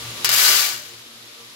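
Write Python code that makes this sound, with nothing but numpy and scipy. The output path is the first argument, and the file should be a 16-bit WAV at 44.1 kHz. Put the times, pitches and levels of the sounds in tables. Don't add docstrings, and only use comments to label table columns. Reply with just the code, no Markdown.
import sys
import numpy as np
from scipy import signal
from scipy.fft import rfft, irfft
from scipy.io import wavfile
from scipy.ndimage import uniform_filter1d

SR = 44100
rng = np.random.default_rng(int(sys.argv[2]) if len(sys.argv) > 2 else 0)


def materialize(psi):
    bounded = np.clip(np.atleast_2d(psi).T, -1, 1)
    quanta = np.round(bounded * 32767).astype(np.int16)
    wavfile.write(sys.argv[1], SR, quanta)


N = 68355

# (time [s], level [dB])
HISS_LEVEL = [(0, -34.5), (.24, -33.5), (.6, -43.5), (.9, -42), (1.1, -43.5), (1.33, -43), (1.55, -43)]
# (frequency [Hz], left minus right [dB])
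TRAY_BALANCE = [(100, 1.3), (240, 7.6), (600, 7.6), (1000, 3.8), (2000, 6.7), (4200, 6.5), (6500, 5.8),
                (9000, 3.5), (12500, 2), (15500, 6.6)]


def amp(db):
    return 10 ** (np.asarray(db) / 20)


def evened(x):
    return x / np.sqrt(np.mean(x ** 2) + 1e-20)


def read(points, hz):
    row_hz, value = np.transpose(points)
    return np.interp(np.log(hz + 1), np.log(row_hz + 1), value)


def curve(points):
    return np.interp(np.arange(N) / SR, *np.transpose(points))


def add(mix, start_s, sound):
    part = mix[:, round(start_s * SR):][:, :sound.shape[1]]
    part += sound[:, :part.shape[1]]


def colour(x, spectrum, balance, size=4096):
    hz = np.fft.rfftfreq(size, 1 / SR)
    log_gain = np.log(amp(read(spectrum, hz) + np.array([[.5], [-.5]]) * read(balance, hz)))
    mirrored = np.hstack([log_gain, log_gain[:, -2:0:-1]])
    taps = np.fft.ifft(np.exp(np.conj(signal.hilbert(mirrored)))).real
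    return signal.fftconvolve(x, taps, axes=1)[:, :N]


def pair(x, likeness):
    left, right = rfft(x)
    same = np.clip(read(likeness, np.fft.rfftfreq(x.shape[1], 1 / SR)), -1, 1)
    return irfft(np.array([left, same * left + np.sqrt(1 - same ** 2) * right]), x.shape[1])


def wander(count):
    return evened(signal.resample(rng.standard_normal(count), N))


def background(flutter_db=.5):
    # (frequency [Hz], level [dB])
    hiss_tone = [(20, 7), (60, -16.5), (160, -8.5), (300, -1), (520, -3.5), (830, -6), (1200, -1),
                 (1500, -3), (2400, -1.5), (2900, 0.5), (3800, 3), (5200, -2), (7500, -7), (11000, -12.5),
                 (15800, -24.5)]
    rumble_tone = [(20, -22), (45, -10), (70, 0), (170, -3), (400, -14.5), (1200, -26), (5000, -57)]
    # (frequency [Hz], likeness [-1 to 1])
    likeness = [(60, 0.95), (180, 0.82), (550, 0.64), (1650, -0.2), (4970, 0.0073), (15000, 0.0027)]
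    # (frequency [Hz], left minus right [dB])
    balance = [(60, 1.2), (240, 2.2), (950, 3), (3770, 0.98), (15000, 0.0)]
    # (time [s], level [dB])
    rumble_level = [(0, -51.5), (.2, -51), (.29, -52.5), (.4, -55), (.8, -62.5), (1.55, -81)]
    hiss = evened(colour(pair(rng.standard_normal((2, N)), likeness), hiss_tone, balance))
    rumble = evened(colour(pair(rng.standard_normal((2, N)), likeness), rumble_tone, balance))
    hiss_db = curve(HISS_LEVEL) + flutter_db * wander(count=70)
    return amp(hiss_db) * hiss + amp(curve(rumble_level)) * rumble


def motor(hum_hz=117.45, waver=.0029, beat_depth=.74, overtones_db=-18, sway_db=5.5, drift_hz=3):
    # (time [s], level [dB])
    hum_level = [(0, -42), (.1, -42.5), (.32, -48.5), (.55, -54), (.8, -54.5), (1.2, -61.5), (1.55, -61.5)]
    dip_times = [-0.0045, 0.173, 0.46, 0.684, 0.86, 1.09, 1.377, 1.55]
    # (frequency [times the lowest note], relative level [dB])
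    overtones = [(2, -5), (3, -7.5), (4, -8), (5.13, -6.5), (8, -12.5), (9.95, -3.5)]
    cycles = np.cumsum(hum_hz * (1 + waver * wander(count=14))) / SR
    beats = np.interp(np.arange(N) / SR, np.sort(dip_times), np.arange(len(dip_times)))
    low = np.sin(2 * np.pi * cycles) * (1 - beat_depth * np.cos(2 * np.pi * beats))
    high = np.zeros(N)
    for multiple, db in overtones:
        gain = amp(db + sway_db * wander(count=20))
        drift = np.cumsum(drift_hz * wander(count=30)) / SR
        high += gain * np.sin(2 * np.pi * (multiple * cycles + drift))
    return amp(curve(hum_level)) * low + np.sqrt(2) * amp(curve(HISS_LEVEL) + overtones_db) * high


def bean_hit(wash_stretch, crack_fade_s, crack_db, notes_db=-19.5, tick_db=-12, size=16384):
    # (frequency [Hz], relative level [dB], time to fade 60 dB [s])
    tray_notes = [(377, 1.5, 0.46), (728, -7.5, 0.11), (1170, 3.5, .3), (1496, 4, 0.14), (1720, -3, 1),
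                  (1900, -8, 0.26), (2101, -2, 0.29), (2297, 2.5, 0.15), (2340, -8.5, 0.12),
                  (2880, 4.5, 0.15), (3155, -1, 0.34), (3597, -6, 0.18), (4110, -4, .15), (4330, -5, 0.35),
                  (4696, -3, 0.15), (4936, -1, 0.19)]
    # (frequency [Hz], time to fade 60 dB [s])
    wash_fade = [(200, 0.1), (1500, 0.32), (4000, .15), (8000, 0.087), (15000, 0.046)]
    # (frequency [Hz], likeness [0 to 1])
    likeness = [(150, 0.53), (500, 1), (1200, 0.066), (3000, 0.00014), (15000, 0)]
    t = np.arange(size) / SR
    hz, frame_s, bands = signal.stft(rng.standard_normal((2, size)), SR, nperseg=256)
    fade_s = wash_stretch * read(wash_fade, hz)[:, None]
    wash = signal.istft(bands * amp(-60 * frame_s / fade_s), SR, nperseg=256)[1][:, :size]
    crack = rng.standard_normal((2, size)) * amp(-60 * t / crack_fade_s)
    hit = evened(wash) + amp(crack_db) * evened(crack)
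    for note_hz, db, ring_s in tray_notes:
        note = np.sin(2 * np.pi * (note_hz * t + rng.random((2, 1))))
        hit += amp(notes_db + db) * evened(amp(-60 * t / ring_s) * note)
    hit /= np.sqrt(size)
    hit[0, 0] += amp(tick_db)
    hit[1, rng.integers(3, 14)] += amp(tick_db) / 2
    return pair(hit, likeness)


def rattle(hits_per_s, spots=12, spread_db=3):
    chance = hits_per_s / SR * np.ones(N)
    lands = rng.random(N) < chance
    strength = amp(spread_db * np.minimum(rng.exponential(1, N), 3.5))
    hits = lands * strength / np.sqrt(chance) * rng.choice([-1, 1], N)
    local_power = abs(uniform_filter1d(hits ** 2, size=1300))
    hits /= np.sqrt(local_power + .05 * np.mean(hits ** 2))
    spot = rng.integers(0, spots, N)
    out = np.zeros((2, N))
    for k in range(spots):
        hit = bean_hit(wash_stretch=1, crack_fade_s=.066, crack_db=-5.5)
        out += signal.fftconvolve((hits * (spot == k))[None], hit, axes=1)[:, :N]
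    return out


def shifting_beans():
    # (frequency [Hz], boost [dB])
    rustle_tone = [(100, -8), (600, -2), (1200, -1), (2400, 6), (2900, 9.5), (4200, -3), (7000, 8.5),
                   (11500, -5), (15500, 3)]
    # (time [s], level [dB])
    rustle_level = [(0, -40.5), (.1, -40), (.23, -43), (.4, -55), (.55, -93)]
    return amp(curve(rustle_level)) * evened(colour(rattle(hits_per_s=3000), rustle_tone, TRAY_BALANCE))


def first_beans(level_db=16, bounce_s=.0105, bounce_db=-9.5):
    # (time [s], relative level [dB])
    landings = [(.2458, -4), (.2909, -6), (.3162, -8), (.3282, -8.5)]
    # (frequency [Hz], boost [dB])
    landing_tone = [(60, -26), (200, -19), (400, -11.5), (800, -8), (1500, 0.5), (3000, 0), (5000, 6.5),
                    (6000, 2), (7500, 2.5), (11000, -5.5), (14000, -2.5), (16000, 0.5)]
    out = np.zeros((2, N))
    for start_s, db in landings:
        for delay_s, drop_db in (0, 0), (bounce_s, bounce_db):
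            hit = bean_hit(wash_stretch=1.85, crack_fade_s=.024, crack_db=-4)
            add(out, start_s + delay_s, amp(level_db + db + drop_db) * hit)
    return colour(out, landing_tone, TRAY_BALANCE)


def hollow_ring(beans, width_hz=110, level_db=-7):
    # (time [s], frequency [Hz])
    glide = [(.33, 3650), (.41, 3780), (.47, 4050), (.505, 3900), (.535, 3300), (.58, 2700), (.68, 2350)]
    spin = np.exp(2j * np.pi * np.cumsum(curve(glide)) / SR)
    decay = np.exp(-np.pi * width_hz / SR)
    band = signal.lfilter([1 - decay], [1, -decay], beans / spin)
    return amp(level_db) * 2 * (spin * band).real


def rush(start_s=.329, full_hits_per_s=2200, thinning=.6, treble_hz=9300):
    # (time [s], level [dB])
    flow = [(.33, -19.5), (.39, -15), (.48, -12), (.53, -14), (.61, -16), (.68, -21), (.75, -27.5),
            (.81, -36.5), (.88, -39.5), (1.05, -51.5)]
    # (frequency [Hz], boost [dB])
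    rush_tone = [(60, -50), (200, -16), (450, -14), (750, -8), (950, -7.5), (1400, -2), (2600, -1.5),
                 (3400, 1), (4600, 4.5), (6200, 2.5), (7600, 3.5), (10300, -5), (13500, -1.5), (16000, 0)]
    # (time [s], boost [dB])
    treble_boost = [(.33, 6.5), (.39, 2.5), (.47, -.5), (.6, 0.5), (.75, -3), (.87, -4)]
    flow_db = curve(flow)
    below_peak_db = np.maximum(flow_db - flow_db.max(), -25)
    hits_per_s = full_hits_per_s * amp(thinning * below_peak_db)
    beans = colour(rattle(hits_per_s), rush_tone, TRAY_BALANCE)
    beans = evened(beans + hollow_ring(beans))
    body = signal.sosfiltfilt(signal.butter(2, treble_hz, fs=SR, output="sos"), beans)
    treble = amp(curve(treble_boost)) * (beans - body)
    started = np.arange(N) > start_s * SR
    return started * amp(flow_db) * (body + treble)


def scene():
    lean_left = amp([[.8], [-.8]])
    return first_beans() + rush() + shifting_beans() + background() + motor() * lean_left


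def record(dry, ceiling=.9, top_hz=15850):
    # (frequency [Hz], boost [dB])
    mic_tone = [(20, -22), (55, 0), (7600, 0.5), (8350, -3), (9300, 1), (10800, 6), (12200, 6), (13500, 5),
                (15500, -1)]
    mic_gain = amp(read(mic_tone, np.fft.rfftfreq(2 * N, 1 / SR)))
    heard = irfft(rfft(dry, 2 * N) * mic_gain)[:, :N]
    rounded = heard / (1 + (heard / ceiling) ** 6) ** (1 / 6)
    treble_cut = signal.firwin(511, top_hz, window=("kaiser", 9), fs=SR)
    return signal.oaconvolve(rounded, treble_cut[None], "same")


dry = scene()
out = record(dry)
materialize(out)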